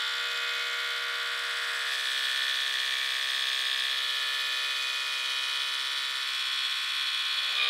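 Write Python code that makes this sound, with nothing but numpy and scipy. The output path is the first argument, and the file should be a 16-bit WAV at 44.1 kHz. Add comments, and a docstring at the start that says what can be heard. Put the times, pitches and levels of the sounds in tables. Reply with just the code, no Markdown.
"""A cordless hair trimmer hums and rasps in a quiet room with a rumble and a faint low hum that swells at times.
It runs free for the first second, is pressed to the neck by two, glides from four, tilts after six and lifts at
the end. A cam drives the blade to and fro, so every part hums on multiples of the stroke rate; gears add lines at
thirds and quarters, the teeth rasp three times a stroke and the blade knocks once.
The hold changes which multiples stand out and how loud each part is; the speed drifts along with it."""
import sys
import numpy as np
from scipy import signal
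from scipy.fft import rfft, irfft, next_fast_len
from scipy.io import wavfile
from scipy.ndimage import uniform_filter1d, map_coordinates

SR = 44100
rng = np.random.default_rng(int(sys.argv[2]) if len(sys.argv) > 2 else 0)


def unload_audio(sound):
    """Save the sound as a 16-bit wav file, at the path given as the first command line argument."""
    columns = np.transpose(np.atleast_2d(sound))
    # keep every value between -1 and 1, then stretch to whole-number steps
    steps = np.round(np.clip(columns, -1, 1) * 32767)
    wavfile.write(sys.argv[1], SR, steps.astype(np.int16))


N = 339407
STROKES, POINTS = 12, 1024  # strokes in one full gear pattern, samples a stroke


def amp(db):
    """Turn dB into a plain factor."""
    return 10 ** (np.asarray(db) / 20)


def unit(x):
    """Scale x to an rms of 1."""
    return x / np.sqrt(np.mean(x ** 2) + 1e-20)


def steady(x, seconds):
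    """Even out x to a running rms of 1."""
    return x / np.sqrt(np.abs(uniform_filter1d(x ** 2, int(seconds * SR))) + 1e-20)


def along(points, hz, column=1):
    """Read a table of (Hz, value, ..) on a log frequency axis."""
    p = np.transpose(points)
    return np.interp(np.log(hz + 1), np.log(p[0] + 1), p[column])


def curves(rows):
    """Draw one value per sample for each column after the time."""
    seconds, *columns = np.transpose(rows)
    return [np.interp(np.arange(N) / SR, seconds, c) for c in columns]


def wobble(rate):
    """A smooth random curve with rate knots a second."""
    return map_coordinates(rng.standard_normal(int(N * rate / SR) + 4), [np.arange(N) * rate / SR])


def filtered(x, response):
    """Shape the spectrum of x by a response that depends on frequency."""
    m = next_fast_len(N + 8192)
    return irfft(rfft(x, m) * response(np.fft.rfftfreq(m, 1 / SR)), m)[..., :N]


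def coloured(x, spectrum):
    """Give x the spectrum of a table, at an rms of 1."""
    return unit(filtered(x, lambda hz: amp(along(spectrum, hz))))


# How fast the blade goes. Each row: time in seconds, speed in strokes per second.
SPEED = [(0.0, 67.7), (0.08, 67.8), (1.11, 67.8), (1.82, 67.1), (2.1, 65.8), (2.23, 65.6), (2.55, 66.1),
         (2.7, 65.4), (3.19, 66.0), (3.81, 65.2), (4.0, 66.4), (4.67, 67.3), (5.29, 66.6), (6.06, 67.3),
         (6.23, 67.2), (6.3, 66.4), (6.68, 66.3), (6.79, 66.8), (7.19, 66.2), (7.52, 66.7), (7.63, 66.1),
         (7.69, 66.1)]
RATE = np.mean(SPEED, axis=0)[1]  # average of the table, in strokes per second
WHEEL_TURNS = .246  # turns of the slow gear wheel a stroke
WHEEL_PLAY = .0009  # lead and lag it gives the blade, in strokes


def stroke_motion():
    """Count strokes over time; a slow gear wheel that runs out of true makes the blade lead and lag."""
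    stroke = np.cumsum(curves(SPEED)[0] * (1 + .0003 * wobble(25))) / SR
    wheel = np.sin(2 * np.pi * WHEEL_TURNS * stroke)
    return stroke + WHEEL_PLAY * wheel, wheel


def played(table, stroke):
    """Loop a table of whole strokes in step with the blade."""
    return map_coordinates(table, [stroke * POINTS], mode="grid-wrap", order=1)


# How the tool is held. Each row: time in seconds, hold (0 free, 1 pressed, 2 gliding, 3 tilted, 4 lifted).
HOLD = [(1.1, 0), (1.88, .5), (1.96, 1.5), (3.85, 1), (4.05, 2), (6.2, 2), (6.32, 3), (7.54, 3), (7.59, 4)]


def shares():
    """How much of each of the five holds is heard, blending between neighbours."""
    hold, = curves(HOLD)
    return np.clip(1 - np.abs(hold - np.arange(len(KNOCK))[:, None]), 0, 1)


# The cam's hum. Each row: multiple of the stroke rate, relative level in dB.
CAM = [(1, -47.0), (2, -48.5), (3, -45.5), (4, -45), (5, -35.5), (6, -31), (7, -21.5), (8, -30), (9, -22.5),
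       (10, -24.5), (11, -27), (12, -35.5), (13, -28), (14, -22), (15, -23), (16, -17.0), (17, -10.5),
       (18, -15), (19, -12), (20, -21), (21, -8.5), (22, -8), (23, -12), (24, -12.5), (25, -9.5), (26, -7),
       (27, -7.5), (28, -7.5), (29, -10.5), (30, -10.5), (31, -11.5), (32, -16), (33, -8.5), (34, -15.5),
       (35, -10), (36, -11.5), (37, -5.5), (38, -17.5), (39, -12.5), (40, -14.5), (41, -20.5), (42, -15),
       (43, -18.5), (44, -21.5), (45, -4.5), (46, -7), (47, -14.5), (48, -13), (49, -4.5), (50, -11.5),
       (51, -3.5), (52, -6.5), (53, -17.5), (54, -18.5), (55, -8), (56, -5), (57, -11.5), (58, -15.5),
       (59, -10.5), (60, -27), (61, -17), (62, -11.5), (63, -11), (64, -19.5), (65, -21.5), (66, -18.5),
       (67, -12.5), (68, -24.5)]
# Multiples each hold lifts or damps, one list per hold. Each row: multiple of the stroke rate, change in dB.
SHIFTS = [
    [(7, 2.0), (11, -6.5), (21, 6), (22, 2), (26, -2.5), (27, -3.5), (30, -3.5), (31, 3), (36, -6), (42, 2),
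     (43, 9), (44, 10.5), (49, 0), (54, 9), (56, -10), (57, 0.5), (63, -8), (68, 3)],
    [(10, 3.5), (11, 5), (16, -4.5), (20, -7.0), (21, -8.5), (22, -4.5), (25, 2), (27, 6.5), (32, -2),
     (33, -8.5), (36, -7.0), (40, 5), (45, -3), (46, -20), (52, 5.5), (53, -3), (54, -17), (55, 2.5)],
    [(9, 2), (10, -2.0), (14, 2.5), (15, 4.5), (19, 4), (20, 2), (21, 2.0), (22, -0.5), (24, -10.0),
     (25, -9.5), (26, 2.5), (29, -5), (43, 5), (45, 0.5), (51, 2.5), (53, -10), (55, -5), (58, 7)],
    [(7, -3), (8, 5.5), (9, -1.5), (11, 2.5), (12, 12), (16, 6.5), (18, -6), (19, 3.5), (23, 5.5), (24, -9),
     (25, -9), (33, -4), (40, 4.5), (50, -14), (51, 6), (52, -8), (61, 5.0), (64, 11.5)],
    [(12, 12), (18, 13.5), (20, 4), (21, -12), (26, -3), (27, -8.0), (34, -6.0), (38, 3), (42, -7.0),
     (45, -1), (48, 7), (49, 0), (50, 3.0), (55, 8), (56, -2.5), (57, 6), (62, -3), (67, -11.0)],
]


def held(shifts):
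    """The cam's multiples as one hold colours them."""
    orders = np.array(CAM, float)
    k, db = np.transpose(shifts)
    orders[np.rint(k).astype(int) - 1, 1] += db
    return orders


def trend(orders, hz):
    """The broad outline of the multiples: their power averaged over four neighbours, in dB."""
    k, db = np.transpose(orders)
    return np.interp(hz / RATE, k, 10 * np.log10(uniform_filter1d(amp(2 * db), size=4)))


def low_lift(hz, gear_db):
    """Change gears and friction by gear_db up to the top of the handle's range."""
    return gear_db * (hz < RANGES[1][1])


# Gear lines against the outline of the cam's hum.
# Each row: frequency in Hz, lines at thirds of the stroke rate in dB, lines at odd quarters in dB.
GEARS = [(250, -33, -46), (600, -14, -20), (1500, -16, -20), (2500, -17, -20), (3500, -14, -17),
         (4600, -12, -15)]
# How much of the vibration lines up as one knock a stroke: one share from 0 to 1 for each hold.
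KNOCK = [.25, .88, .6, .6, .8]
# What a knock rings, housing then blade. Each row: lowest multiple, centre multiple, half-width in multiples,
# delay in strokes, part of the knock's share.
STRUCK = [(15, 26, 3, .17, .75), (42, 52, 5, 0, 1)]


def cam_and_gears(orders, knock, phases, gear_db):
    """Twelve strokes of vibration: after these, cam and both gears are back where they began."""
    at = np.arange(len(phases))  # twelfths of the stroke rate
    multiple = at / STROKES
    hz = multiple * RATE
    thirds, quarters = at % 4 == 0, (at % 3 == 0) & (at % 6 > 0)
    level = np.where(quarters, along(GEARS, hz, column=2), -120)
    level = np.where(thirds, along(GEARS, hz), level)
    level = level + trend(orders, hz) + low_lift(hz, gear_db) + rng.normal(0, 3, len(at))
    k, db = np.transpose(orders)
    level[k.astype(int) * STROKES] = db
    turn = phases
    for lowest, centre, half, delay, part in STRUCK:
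        aligned = np.clip(knock * part, 0, 1) * (at % STROKES == 0)  # gear lines stay spread over the stroke
        ring = np.arctan((multiple - centre) / half) / (2 * np.pi)  # lag of a struck resonance
        struck = (1 - aligned) * phases - aligned * ring - multiple * delay
        turn = np.where(multiple > lowest, struck, turn)
    knock_place = TEETH[2][0]  # the knock is timed from the last tooth contact
    lines = amp(level) * np.exp(2j * np.pi * (turn - multiple * knock_place))
    return irfft(lines, STROKES * POINTS) * STROKES * POINTS / 2


# Friction under the multiples. Each row: frequency in Hz, level against the outline of the cam's hum in dB.
RUSH = [(250, -40), (600, -21.5), (1200, -26.5), (2000, -13), (3000, -15.5), (4600, -9.5)]


def friction(rub, orders, gear_db):
    """Rubbing noise that follows the outline of the cam's hum."""
    return filtered(rub, lambda hz: amp(trend(orders, hz) + along(RUSH, hz) + low_lift(hz, gear_db)))


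def vibration(stroke, touch, weights):
    """Cam, gears and friction together, blended from hold to hold."""
    phases = rng.uniform(-0.54, 0.61, len(CAM) * STROKES + 1)  # in turns
    rub = unit(rng.standard_normal(N) * (1 + 0.97 * touch)) * np.sqrt(SR / RATE)
    drive = 0
    for w, shifts, knock, (*_, gear_db) in zip(weights, SHIFTS, KNOCK, HELD):
        orders = held(shifts)
        hum = played(cam_and_gears(orders, knock, phases, gear_db), stroke)
        drive = drive + w * (hum + friction(rub, orders, gear_db))
    return drive


# Range of each part: motor, handle, housing, comb, blade. Each row: lowest Hz, highest Hz.
RANGES = [(230, 430), (430, 850), (850, 2200), (2200, 2800), (2800, 4700)]
# One row per hold: motor level in dB, housing level in dB, comb level in dB,
# change of gear lines and friction up to the top of the handle's range in dB.
HELD = [(-68, -35, -44, -3), (-71, -35.5, -40, 1.5), (-67.5, -38, -42, 3), (-69, -38.5, -39.5, 7.5),
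        (-66, -36, -35.5, -1)]
# Loudness of the handle. Each row: time in seconds, level in dB.
HANDLE = [(0.0, -55), (0.08, -56), (0.26, -50), (1.88, -52), (2.16, -56), (4.54, -56), (6.92, -63),
          (7.32, -62), (7.69, -49)]
# Loudness of the blade before its throb. Each row: time in seconds, level in dB.
BLADE = [(0.0, -34), (0.21, -35), (1.71, -37), (2.18, -32), (2.91, -32.5), (3.17, -33.5), (3.36, -31),
         (3.83, -31), (5.08, -34.5), (5.35, -33.5), (5.4, -33.5), (6.0, -33.5), (6.17, -34.5), (6.66, -31),
         (6.79, -33.5), (7.09, -31.5), (7.52, -31), (7.69, -28.5)]


def body(drive, weights, throb_db):
    """Five parts of the tool each radiate their own range of the vibration, at a level that wavers a little."""
    (handle_db,), (blade_db,) = curves(HANDLE), curves(BLADE)
    motor_db, housing_db, comb_db, _ = np.transpose(HELD) @ weights
    levels = motor_db, handle_db, housing_db, comb_db, blade_db + throb_db
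    out = 0
    for (lo, hi), db in zip(RANGES, levels):
        part = steady(filtered(drive, lambda hz: (hz >= lo) & (hz < hi)), 0.14)
        out = out + amp(db + 0.39 * wobble(12)) * part
    return out


# Tooth contacts. Each row: place in the stroke from 0 to 1, seconds for the scrape to die by 60 dB,
# then relative level in dB when free, pressed, gliding, tilted, lifted.
TEETH = [(0.342, 0.0083, -1, 4, 0, 0, -2), (.56, 0.016, -12, -6, -9, -6.5, -12),
         (.86, 0.018, -12, 3, -1, 2, -1)]


def contacts(stroke, weights):
    """Pressure of tooth on tooth: a sharp tick at each contact, then a dying scrape."""
    out = np.zeros(N)
    for place, t60, *db in TEETH:
        age = (stroke - place + 1) % 1 / RATE  # seconds since the contact
        scrape = amp(-60 * age / t60)
        tick = 0.55 * amp(-60 * age / 0.0017)
        out += amp(np.dot(db, weights)) * (scrape + tick)
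    return out


# Colour of the rasp. Each row: frequency in Hz, relative level in dB per Hz.
RASP = [(2760, -36), (4700, -4.5), (5440, -7.5), (6220, -12.5), (7240, -15), (7960, -14), (8620, -13.5),
        (12400, -20.5), (14500, -26), (15600, -27)]
# Loudness of the rasp before its throb. Each row: time in seconds, level in dB.
TREBLE = [(0.0, -45.5), (1.24, -45.5), (2.03, -42), (3.79, -43.5), (4.6, -42.5), (5.27, -43), (5.91, -43.5),
          (7.41, -44.5), (7.69, -43)]


def teeth_rasp(stroke, touch, weights, throb_db):
    """Gritty noise pulsed by the tooth contacts, partly the same each time the same teeth meet."""
    def repeat(strokes):
        return played(rng.standard_normal(strokes * POINTS), stroke)

    # the same teeth meet on every stroke, the same gear teeth on every third and fourth
    same = sum(np.sqrt(w) * repeat(1) for w in weights)
    same = same + 0.45 * repeat(3) + 0.96 * repeat(4)
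    grit = rng.standard_normal(N) * amp(2.6 * wobble(3000)) + 1.53 * same
    slide = filtered(grit, lambda hz: 0.53 / (1 + (hz / 8000) ** 2))  # sliding between contacts is duller
    rasp = steady(coloured(grit * touch + slide, RASP), 0.28)
    return amp(curves(TREBLE)[0] + throb_db) * rasp


# Bands that swell or dip: resonances of the tool's body below, reflections off hand and neck in the treble.
# Each row: start in seconds, end in seconds, centre at the start in Hz, centre at the end in Hz, width in Hz,
# greatest change in dB.
BANDS = [(-.2, 0.26, 865, 860, 49, 13), (-.4, .9, 7400, 7200, 450, 6), (0, 1.4, 12000, 12300, 600, 6),
         (1, 3.4, 1530, 1950, 98.6, 4.5), (1.1, 3.7, 7700, 8100, 300, 6),
         (1.601, 4.7, 13300, 13700, 600, 5), (2, 5.9, 1320, 1650, 80, -5), (2.6, 4.9, 4800, 5400, 200, 3),
         (2.802, 3.2, 2330, 2290, 49.6, 8.5), (2.8, 4.8, 14100, 14400, 500, 5),
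         (3.9, 4.8, 1760, 1730, 71, 5.5), (4.1, 5.8, 2460, 2480, 50, 9.5), (4.8, 7.6, 5354, 5580, 150, 5),
         (6.4, 7.6, 8100, 8200, 198, 3), (7.58, 7.65, 2450, 2410, 90, 8), (1, 2, 1120, 1130, 100, 3),
         (1.95, 2.7, 1490, 1490, 80.6, 6.5), (2, 3.2, 3420, 3430, 40, 3), (3.3, 4, 2620, 2620, 150, 1.5),
         (6.8, 8.2, 2400, 2450, 71, 3), (.15, .75, 2510, 2510, 40, 9), (.3, 1.4, 2240, 2240, 40, 5),
         (.4, .95, 2180, 2160, 90, 5), (3.3, 3.4, 3680, 3600, 150.5, 1.5), (4.8, 6.3, 3890, 3870, 60, 2),
         (4.8, 6.3, 970, 970, 60, 4.5), (5.1, 5.8, 3020, 3000, 80, 4), (4.9, 5.7, 3250, 3250, 50, 4),
         (5, 5.6, 3450, 3430, 60, -4), (-.3, .6, 3580, 3580, 60, 5)]


def swelling_bands(x, patchy_db):
    """Body resonances below and reflections in the treble lift or dip narrow bands, many of which drift."""
    hz, t, z = signal.stft(x, SR, nperseg=1024)
    field = uniform_filter1d(rng.standard_normal(z.shape), size=6, axis=0)
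    field = uniform_filter1d(field, size=70, axis=1)
    db = patchy_db * unit(field) * (hz[:, None] > 4700)  # short waves reflect in finer detail
    for start, end, from_hz, to_hz, width_hz, peak_db in BANDS:
        u = np.clip((t - start) / (end - start), 0, 1)
        off = (hz[:, None] - from_hz - u * (to_hz - from_hz)) / width_hz
        db += peak_db * np.sqrt(np.abs(np.sin(np.pi * u))) * np.exp(-off ** 2)
    return signal.istft(z * amp(db), SR, nperseg=1024)[1][:N]


def trimmer():
    """Cam, gears and friction shake the tool's five parts, and the teeth rasp above them."""
    stroke, wheel = stroke_motion()
    weights = shares()
    touch = contacts(stroke, weights)
    throb_db = 20 * np.log10(1 + .1 * wheel)  # the slow wheel swings blade and teeth by a tenth
    hum = body(vibration(stroke, touch, weights), weights, throb_db)
    rasp = teeth_rasp(stroke, touch, weights, throb_db)
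    return swelling_bands(hum + rasp, patchy_db=1.52)


# Colour of the room's rumble. Each row: frequency in Hz, relative level in dB per Hz.
ROOM = [(12, -44), (20, -19), (59, 2.5), (91, -0.5), (150, 0.5), (226, -1), (268, 1), (300, -5), (390, -36),
        (660, -120)]


def room_rumble():
    """Steady low noise with the room's colour."""
    return amp(-77.5) * coloured(rng.standard_normal(N), ROOM)


# When the low hum swells. Each row: middle in seconds, half-length in seconds, rise in dB.
HUM_SWELLS = [(0.248, .2, 8), (2.85, .4, 13), (3.7, .25, 7.5), (5.95, .3, 9), (7.6, .2, 8.5)]


def low_hum():
    """Noise in a narrow band around 155 Hz that wavers and swells now and then."""
    hum = unit(filtered(rng.standard_normal(N), lambda hz: np.exp(-((hz - 155) / 20) ** 2)))
    t = np.arange(N) / SR
    swell_db = sum(db * np.exp(-((t - s) / half) ** 2) for s, half, db in HUM_SWELLS)
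    return amp(-88.5 + swell_db + 1.5 * wobble(1.5)) * hum


def scene():
    """The trimmer over the room's rumble and low hum."""
    return (trimmer() + room_rumble() + low_hum())[None]


def record(dry):
    """Keep nothing at or above the band limit of 15750 Hz."""
    return filtered(dry, lambda hz: hz < 15750)


dry = scene()
out = record(dry)
unload_audio(out)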